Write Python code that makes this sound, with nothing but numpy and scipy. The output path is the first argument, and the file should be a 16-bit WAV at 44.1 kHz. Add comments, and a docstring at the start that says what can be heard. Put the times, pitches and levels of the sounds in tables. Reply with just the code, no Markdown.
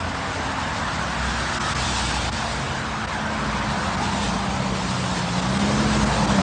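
"""A plough truck, blade raised, drives up along the kerb of a wet, slushy street while cars pass.
Its diesel, a sum of crankshaft harmonics, drones, sags, revs up again and grows into a rumble and clatter of
shaped noise. Every vehicle follows a straight path: its tyres, filtered noise, swish ahead of it, and their
roar, boom and spray grow as it nears. Short faint rings in the hiss glide up, arriving in clumps; low hums
and singing treads come and go."""
import sys
import numpy as np
from scipy import signal
from scipy.fft import rfft, irfft, next_fast_len
from scipy.io import wavfile
from scipy.ndimage import uniform_filter1d

SR = 44100
rng = np.random.default_rng(int(sys.argv[2]) if len(sys.argv) > 2 else 0)


def master(y):
    """Save y as 16-bit WAV."""
    cut = np.clip(np.atleast_2d(y).T, -1, 1)
    pcm = np.round(cut * 32767)  # scale
    wavfile.write(sys.argv[1], SR, pcm.astype(np.int16))


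N = 283122
TIME = np.arange(N) / SR
STEPS = TIME[::128]  # coarse time grid for slow quantities


def from_db(db):
    """Decibel definition: amplitude gain is 10 to the power dB / 20."""
    return 10 ** (np.asarray(db) / 20)


def unit(x):
    """Root-mean-square normalisation: scales a signal to rms 1."""
    return x / np.sqrt(np.mean(x ** 2) + 1e-20)


def together(*levels_db):
    """Incoherent addition: the powers of unrelated sounds add."""
    return 10 * np.log10(sum(from_db(db) ** 2 for db in levels_db))


def swell(centre_s, half_s):
    """Gaussian envelope: 1 at its centre, 1/e at half_s to either side."""
    return np.exp(-((TIME - centre_s) / half_s) ** 2)


def spectrum_db(points, hz):
    """Spectral envelope: joins the points by straight lines on a log-frequency axis."""
    point_hz, point_db = np.transpose(points)
    return np.interp(np.log(hz + 1), np.log(point_hz + 1), point_db)


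def colour(x, points):
    """Linear filtering: multiplies the spectrum by a fixed envelope, leaving rms 1."""
    size = next_fast_len(N)
    gain = from_db(spectrum_db(points, np.fft.rfftfreq(size, 1 / SR)))
    return unit(irfft(rfft(x, size) * gain, size)[:N])


def wander(rate_hz):
    """Low-pass random process: Gaussian-filtered noise of rms 1, changing up to about rate_hz."""
    size = next_fast_len(N)
    keep = np.exp(-(np.fft.rfftfreq(size, 1 / SR) / rate_hz) ** 2)
    return unit(irfft(rfft(rng.standard_normal(size)) * keep, size)[:N])


def steady(x, span):
    """Envelope normalisation: evens out swells longer than span seconds, leaving rms near 1."""
    size = max(int(span * SR), 2)
    power = uniform_filter1d(uniform_filter1d(x ** 2, size), size)
    return x / np.sqrt(abs(power) + 1e-12)


def moving_colour(x, rule, patchy_db):
    """Time-varying filtering: a dB rule of time and frequency, plus drifting random patches."""
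    hz, t, z = signal.stft(x, SR, nperseg=1024, noverlap=768)
    patches = rng.standard_normal(z.T.shape)
    patches = uniform_filter1d(patches, size=10, axis=0)  # smooth in time
    patches = unit(uniform_filter1d(patches, size=5, axis=1))  # smooth in frequency
    z = z * from_db(rule(t[:, None], hz) + patchy_db * patches).T
    return signal.istft(z, SR, nperseg=1024, noverlap=768)[1][:N]


def band(hz, width_hz):
    """Quadrature modulation: two slow noises on a cosine and a sine make a narrow band about a pitch."""
    turn = 2 * np.pi * np.cumsum(hz * np.ones(N)) / SR
    return wander(width_hz / 2) * np.cos(turn) + wander(width_hz / 2) * np.sin(turn)


def drive_by(abreast_s, distance_m, speed, beam=(0, 0), t=TIME):
    """Inverse distance law and directivity on a straight pass: level relative to abreast, and facing.

    Facing is the cosine of the heading, from 1 (coming) to -1 (going)."""
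    ahead_db, behind_db = beam
    to_go_m = speed * (abreast_s - t)
    range_m = np.hypot(to_go_m, distance_m)
    facing = to_go_m / range_m
    spreading_db = 20 * np.log10(abs(distance_m) / range_m)
    beam_db = np.interp(facing, [-1, 0, 1], [behind_db, 0, ahead_db])
    return spreading_db + beam_db, facing


# hums swelling and fading in the traffic:
# (loudest time [s], half length [s], pitch then [Hz], glide [Hz/s], peak level [dB])
HUMS = [(0.022, 0.098, 87.6, -11, -29), (0.253, 0.81, 269, -1, -40.5), (.75, 0.49, 109.8, -1, -44),
        (1.153, .3, 152, -17.5, -39), (1.162, 0.91, 192.4, 0, -40.5), (1.252, 0.2, 64.3, -2.5, -32.5),
        (1.592, 0.11, 352, -11, -40), (1.999, 0.18, 122, -7, -35.5), (2.003, 0.24, 147.6, -1.5, -40.5),
        (2.682, 0.16, 133.5, -30, -33.5), (3.503, 0.37, 57.5, 0, -36.5), (3.7, 0.16, 72, 1, -36),
        (4.114, 0.38, 176.7, -11, -35.5), (5.1, 0.19, 121.7, 0.5, -38.5), (6.1, .27, 58.1, 0.5, -31),
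        (5.999, 0.2, 128.8, -6, -35)]


def hums(waver=0.0024):
    """Frequency modulation: single low tones swell, slide, waver and fade."""
    out = np.zeros(N)
    for s, half, hz, glide, db in HUMS:
        pitch = (hz + glide * (TIME - s)) * (1 + waver * wander(rate_hz=12))
        tone = np.sqrt(2) * np.sin(2 * np.pi * (np.cumsum(pitch) / SR + rng.random()))
        out += from_db(db) * swell(s, half) * tone
    return out


# moments when the hiss dips briefly: (time [s], half width [s], depth [dB])
HISS_DIPS = [(1.593, .007, 18), (1.743, .006, 17), (2.31, .01, 19), (3.066, .007, 18), (3.963, .007, 8),
             (5.412, .006, 8), (5.585, .007, 9), (6.052, .007, 10), (6.265, .007, 9)]


def dips():
    """Amplitude modulation: a gain that sinks for a few milliseconds now and then."""
    return from_db(-sum(depth_db * swell(s, half) for s, half, depth_db in HISS_DIPS))


# wetter patches of road: (time [s], half length [s], roar gain [dB], spray gain [dB])
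WET_PATCHES = [(0.455, 0.083, 1.5, 0.5), (2.03, 0.14, -1.5, 1.5), (2.54, 0.2, 2.5, 2),
               (4.25, 0.065, -3, 2.5), (4.915, 0.24, -2.5, 1.5)]


def flares():
    """Surface dependence of rolling noise: wetter patches throw more spray and change the roar (dB gains)."""
    return sum(np.outer(gains_db, swell(s, half)) for s, half, *gains_db in WET_PATCHES)


# passing cars, with base levels for when abreast:
# (abreast time [s], distance abreast [m], speed [m/s], roar [dB], swish [dB], spray [dB], boom [dB],
#  engine [dB], firing rate without Doppler shift [Hz], extra gain of the engine's third harmonic [dB])
CARS = [(0.552, 10, 11, -32.5, -64, -41, -36, -42, 88.6, -8.5),
        (2.05, 7.59, 14, -32.5, -38.5, -28.5, -34.5, -28.5, 61.4, -6.5),
        (4.2, 8.4, 14, -30, -39.5, -35, -33, -37, 58.1, 7.5),
        (5.95, 8.1, 13, -35, -62, -31.5, -43.5, -39, 57.1, -2)]
# the truck's path: (abreast time [s], distance abreast [m], speed [m/s])
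TRUCK_PATH = (7.65, 3.72, 5.72)
# its wheels, base levels for when abreast: (roar [dB], swish [dB], spray [dB], boom [dB])
TRUCK_WHEELS = (-25, -40.5, -24, -29)


def wheels(beam, index):
    """Incoherent sum of moving sources: one wheel sound's total level, and its power-weighted facing."""
    levels, facings = [], []
    vehicles = [(car[:3], car[3:]) for car in CARS] + [(TRUCK_PATH, TRUCK_WHEELS)]
    for path, wheel_db in vehicles:
        near_db, facing = drive_by(*path, beam, STEPS)
        levels.append(wheel_db[index] + near_db)
        facings.append(facing)
    facing = np.average(facings, axis=0, weights=from_db(levels) ** 2)
    return np.interp(TIME, STEPS, together(*levels)), np.interp(TIME, STEPS, facing)


# engine directivity relative to abreast: (ahead [dB], behind [dB])
ENGINE_BEAM = (-8.5, -8)
SOUND_M_PER_S = 343
THIRD = 3  # the harmonic with its own gain in each car
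# a car's engine note: (multiple of the firing rate, relative level [dB])
CAR_NOTE = [(1, -1), (2, -9), (3, -11.5), (5, -14)]


def car_engines(waver=0.0036, flutter=0.16):
    """Doppler effect: each car's harmonic engine note swells as it nears and drops in pitch as it goes by."""
    out = np.zeros(N)
    for s, distance_m, speed, *_, db, hz, third_db in CARS:
        near_db, facing = drive_by(s, distance_m, speed, ENGINE_BEAM)
        doppler_hz = hz / (1 - facing * speed / SOUND_M_PER_S)
        turns = np.cumsum(doppler_hz * (1 + waver * wander(rate_hz=7.6))) / SR
        note = np.zeros(N)
        for order, part_db in CAR_NOTE:
            gain = from_db(part_db + third_db * (order == THIRD))
            note += gain * np.sin(2 * np.pi * (order * turns + rng.random()))
        out += from_db(db + near_db) * (1 + flutter * wander(rate_hz=13)) * np.sqrt(2) * note
    return out


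TREAD_WIDTH = 0.17  # bandwidth as a share of the pitch
# singing tyre treads:
# (loudest time [s], half length [s], pitch then [Hz], glide [octaves/s], peak level [dB])
TREADS = [(0.751, .25, 948, -0.16, -37), (1.417, .15, 1590, -.3, -54), (1.68, .14, 1235, -.7, -32.5),
          (2.099, 0.21, 875, -.3, -34.5), (3.4, .4, 980, -0.04, -36), (3.846, 0.26, 1275, -.3, -37),
          (4.15, 0.36, 897, -0.43, -36), (6.2, 0.22, 896, -0.03, -33)]


def treads():
    """Narrow-band tread noise: the tread sings in a band that swells and slides down as a car goes by."""
    out = np.zeros(N)
    for s, half, hz, octaves_per_s, db in TREADS:
        pitch = hz * 2 ** (octaves_per_s * np.clip(TIME - s, -2 * half, 2 * half))
        out += from_db(db) * swell(s, half) * band(pitch, TREAD_WIDTH * hz)
    return out


# boom directivity relative to abreast: (ahead [dB], behind [dB])
BOOM_BEAM = (-1.5, -0.5)
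# spectrum of the boom: (frequency [Hz], relative density [dB])
BOOM = [(15, -55.5), (30, -47.5), (42, -23), (50, 0), (58, -2), (72, 1.5), (90, 6), (150, -43), (400, -71)]


def boom(level_db):
    """Low-frequency rolling noise: the deep boom of vehicles on the road, under their engine notes."""
    return from_db(level_db - 4.0) * steady(colour(rng.standard_normal(N), BOOM), span=0.31)


# directivity relative to abreast: (ahead [dB], behind [dB])
ROAR_BEAM, SWISH_BEAM = (1, -3), (15.4, -2.7)
FAR_ROAR_DB = -35.7  # steady wash of distant traffic, coloured like the near roar
# pitch ratio of the resonances abreast, and the share by which they lie higher ahead and lower behind
ROAR_SHIFT, SWISH_SHIFT, ROAR_SWEEP, SWISH_SWEEP = 1, 0.94, 0.032, .05
# spectra before the pitch ratio: (frequency [Hz], relative density [dB])
ROAR = [(250, -8.5), (470, -11), (630, -4), (780, -1.5), (920, -0.5), (1150, -5.5), (1500, -17),
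        (2200, -16.5), (4000, -27), (9000, -48)]
SWISH = [(600, -20), (1050, -4.5), (1300, -1), (1500, 0.5), (1700, -0.5), (1950, -6), (2700, -15),
         (5000, -28), (9000, -60.5)]


def tyres(flare_db):
    """Resonance of pumped air and water: tread blocks drive two broad peaks, shifted by the vehicles' motion."""
    roar_db, roar_facing = wheels(ROAR_BEAM, index=0)
    swish_db, swish_facing = wheels(SWISH_BEAM, index=1)

    def horn(t, hz):
        ratio = ROAR_SHIFT + ROAR_SWEEP * np.interp(t, TIME, roar_facing)
        return spectrum_db(ROAR, hz / ratio)

    def grooves(t, hz):
        ratio = SWISH_SHIFT + SWISH_SWEEP * np.interp(t, TIME, swish_facing)
        return spectrum_db(SWISH, hz / ratio)

    roar = steady(moving_colour(rng.standard_normal(N), horn, patchy_db=2), span=0.13)
    swish = steady(moving_colour(rng.standard_normal(N), grooves, patchy_db=2.5), span=0.095)
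    roar_gain = from_db(together(roar_db + flare_db, FAR_ROAR_DB))
    return roar_gain * roar + from_db(swish_db) * swish


# spray directivity relative to abreast: (ahead [dB], behind [dB])
SPRAY_BEAM = (-1.32, -9)
# spectrum of the spray, before brightening: (frequency [Hz], relative density [dB])
SPRAY = [(700, -26), (1500, -5), (2500, -1.5), (3600, 0.5), (4800, -1.5), (6300, -4.5), (8000, -6.5),
         (9200, -12.5)]


def spray(level_db, drops_per_s=1800, drop_share=0.24, flutter_db=1.0, brighten=0.27):
    """Shot noise on a continuous hiss: drops and mist leave the tyres, brighter when the spray is near."""
    def mist(t, hz):
        nearness_db = np.interp(t, TIME, level_db) + 30.0
        tilt_octaves = np.log2(np.maximum(hz, 2000) / 4000)
        return spectrum_db(SPRAY, hz) + brighten * nearness_db * tilt_octaves

    sizes = from_db(5.7 * np.minimum(rng.exponential(1, N), 4)) * rng.choice([-1, 1], N)
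    drops = unit(sizes * (rng.random(N) < drops_per_s / SR))
    hiss = moving_colour(rng.standard_normal(N) + drop_share * drops, mist, patchy_db=2.0)
    flutter = flutter_db * wander(rate_hz=22)
    return from_db(level_db - 0.32 + flutter) * steady(hiss, span=0.014)


# range of ring pitches [Hz]; cycles per unit of a ring's age; share of pitch gained per unit of age
RING_HZ, RING_CYCLES, RING_GLIDE = (1300, 7210), 49, 0.0402
# level against the spray [dB]; tilt [dB per octave]; median rate over all pitches [1/s]
RING_DB, RING_TILT_DB, RINGS_PER_S = -6, -3, 380


def rings(level_db, spread_db=1.5, clump_db=3):
    """Impulse response excitation: short faint rings in the hiss glide up, arriving in clumps."""
    out = np.zeros(N)
    for hz in np.geomspace(*RING_HZ, num=36):
        age = np.arange(0, 4 * RING_CYCLES / hz, 1 / SR) * hz / RING_CYCLES
        phase = 2 * np.pi * RING_CYCLES * age * (1 + RING_GLIDE * age / 2)
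        ring = age * np.exp(-2 * age) * np.sin(phase)
        chance, size, sign = rng.random((3, len(STEPS)))  # drawn for each step of time
        clumps = np.interp(STEPS, STEPS[::16], rng.standard_normal(len(STEPS[::16])))
        rate = RINGS_PER_S * from_db(clump_db * clumps)
        born = chance < rate * STEPS[1] / 36  # the pitches share the rate
        strength = from_db(-spread_db * np.log(np.maximum(size, .05)))
        kicks = np.zeros(N)
        kicks[np.round(STEPS * SR).astype(int)] = born * np.sign(sign - .5) * strength
        tilt = from_db(RING_TILT_DB * np.log2(hz / RING_HZ[0]))
        out += tilt * signal.oaconvolve(kicks, ring / np.linalg.norm(ring))[:N]
    return from_db(level_db + RING_DB) * unit(out)


# rise and fall of a pull, and the delay of rumble and clatter behind the drone
PULL_RISE_S, PULL_FALL_S, PULL_LAG_S = 0.12, 0.28, 0.17
# the engine pulls harder: (start time [s], hold [s], gain of the drone [dB])
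PULLS = [(3.113, 4.8, 2.5), (3.153, 1.24, 1.5), (5.353, 0.62, 3), (6.22, .3, 3.5)]


def pull_db(t):
    """Load dependence of engine noise: each pull has an attack, a hold and a release."""
    total_db = 0
    for s, hold, db in PULLS:
        corners = s + np.cumsum([0, PULL_RISE_S, hold, PULL_FALL_S])
        total_db = total_db + np.interp(t, corners, [0, db, db, 0])
    return total_db


# base levels for when abreast, between pulls
DRONE_DB, RUMBLE_DB, CLATTER_DB = -20.5, -24.5, -24.5
# steady wash of distant traffic, coloured like the rumble and clatter
FAR_RUMBLE_DB, FAR_CLATTER_DB = -36.5, -41.5
RUMBLE_SHARE, CLATTER_SHARE = 0.77, 0.96  # shares of a pull's gain in dB
# the truck's body drums at one pitch whatever the revs; its level is for when abreast
BODY_HZ, BODY_WIDTH_HZ, BODY_DB = 127.8, 9.1, -27.5
DRONE_ORDER = 6  # cycles of the drone per turn of the crankshaft
# truck engine speed, before jitter: (time [s], pitch of the drone [Hz])
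REVS = [(0, 232.1), (1.8, 230.1), (2.8, 220.9), (3.5, 212.9), (4.05, 205.6), (4.5, 197), (5.0, 185.4),
        (5.34, 176.6), (5.6, 199.6), (5.84, 215.7), (6.03, 208.4), (6.22, 203.7), (6.42, 193)]
# the drone fades briefly: (time [s], half width [s], depth [dB])
DRONE_FADES = [(.1, 0.39, 9), (3.07, 0.034, 8), (3.86, 0.075, 4.5), (6.14, 0.046, 15.5), (6.275, 0.016, 12)]
# exhaust note: (cycles per turn of the crankshaft, relative level [dB])
EXHAUST = [(2, -17.5), (3, -18), (4, -8), (4.5, -24), (5, -17), (5.5, -11.5), (6, 0), (6.5, -14.5),
           (7, -16.5), (8, -15), (9, -19.5), (12, -22), (18, -17)]
# spectra of the rumble and clatter: (frequency [Hz], relative density [dB])
RUMBLE = [(25, -49.5), (40, -23.5), (55, -1), (72, -6.5), (88, -6.5), (105, -1), (130, -2.5), (165, -2),
          (215, -5), (262, -9), (350, -16), (900, -62.5)]
CLATTER = [(120, -22), (220, -7.5), (290, 1), (380, -3.5), (480, 2.5), (620, 1), (800, -2.5), (1300, -3.5),
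           (2500, -20.5), (6000, -35.5)]


def truck(jitter=0.0027, rough=0.11, knock=0.29, throb=0.12):
    """Harmonic synthesis and cyclic modulation: six-cylinder exhaust note, drumming body, rumble, clatter."""
    near_db, _ = drive_by(*TRUCK_PATH)
    fade_db = sum(depth_db * swell(s, half) for s, half, depth_db in DRONE_FADES)
    drone_db = DRONE_DB + near_db + pull_db(TIME) - fade_db
    late_db = pull_db(TIME - PULL_LAG_S)
    rumble_db = together(RUMBLE_DB + near_db + RUMBLE_SHARE * late_db, FAR_RUMBLE_DB)
    clatter_db = together(CLATTER_DB + near_db + CLATTER_SHARE * late_db, FAR_CLATTER_DB)

    drone_hz = np.interp(TIME, *np.transpose(REVS))
    turns_per_s = drone_hz / DRONE_ORDER * (1 + jitter * wander(rate_hz=15.6))
    crank = np.cumsum(turns_per_s) / SR  # in turns
    note = np.zeros(N)
    for order, db in EXHAUST:
        flutter = 1 + rough * wander(rate_hz=9.9)  # uneven combustion
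        note += from_db(db) * flutter * np.sqrt(2) * np.sin(2 * np.pi * (order * crank + rng.random()))

    # three firings a turn; unequal cylinders repeat every second turn
    firing = np.cos(2 * np.pi * 3 * crank)
    cycle = np.cos(np.pi * crank)
    throbbing = rng.standard_normal(N) * (1 + throb * cycle)
    rumble = steady(colour(throbbing, RUMBLE), span=0.044)
    blows = rng.standard_normal(N) * (1 + knock * firing + throb * cycle)
    clatter = moving_colour(blows, lambda t, hz: spectrum_db(CLATTER, hz), patchy_db=4.0)
    clatter = steady(clatter, span=0.078)
    body = from_db(BODY_DB + near_db) * steady(band(BODY_HZ, BODY_WIDTH_HZ), span=0.18)
    return body + from_db(drone_db) * note + from_db(rumble_db) * rumble + from_db(clatter_db) * clatter


def scene():
    """Linear superposition: traffic and truck add, heard from the pavement."""
    spray_db, _ = wheels(SPRAY_BEAM, index=2)
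    boom_db, _ = wheels(BOOM_BEAM, index=3)
    roar_flare_db, spray_flare_db = flares()
    water_db = spray_db + spray_flare_db
    dip = dips()
    rolling = (tyres(roar_flare_db) + treads()) * np.sqrt(dip)  # half the dip in dB
    hiss = (spray(water_db) + rings(water_db)) * dip
    road = rolling + hiss + boom(boom_db)
    return (road + car_engines() + hums() + truck())[None]


LOW_CUT_HZ, EDGE_HZ = 42, 9250


def record(dry):
    """Band limitation: a mono microphone sheds the deepest bass and has a steep upper limit."""
    high_pass = signal.butter(N=4, Wn=LOW_CUT_HZ, btype="high", fs=SR, output="sos")
    lean = signal.sosfilt(high_pass, dry)
    eased = lean * signal.windows.tukey(N, .001)  # soft start and end
    low_pass = signal.firwin(511, EDGE_HZ, window=("kaiser", 9), fs=SR)
    return signal.oaconvolve(eased, low_pass[None], "same")


dry = scene()
out = record(dry)
master(out)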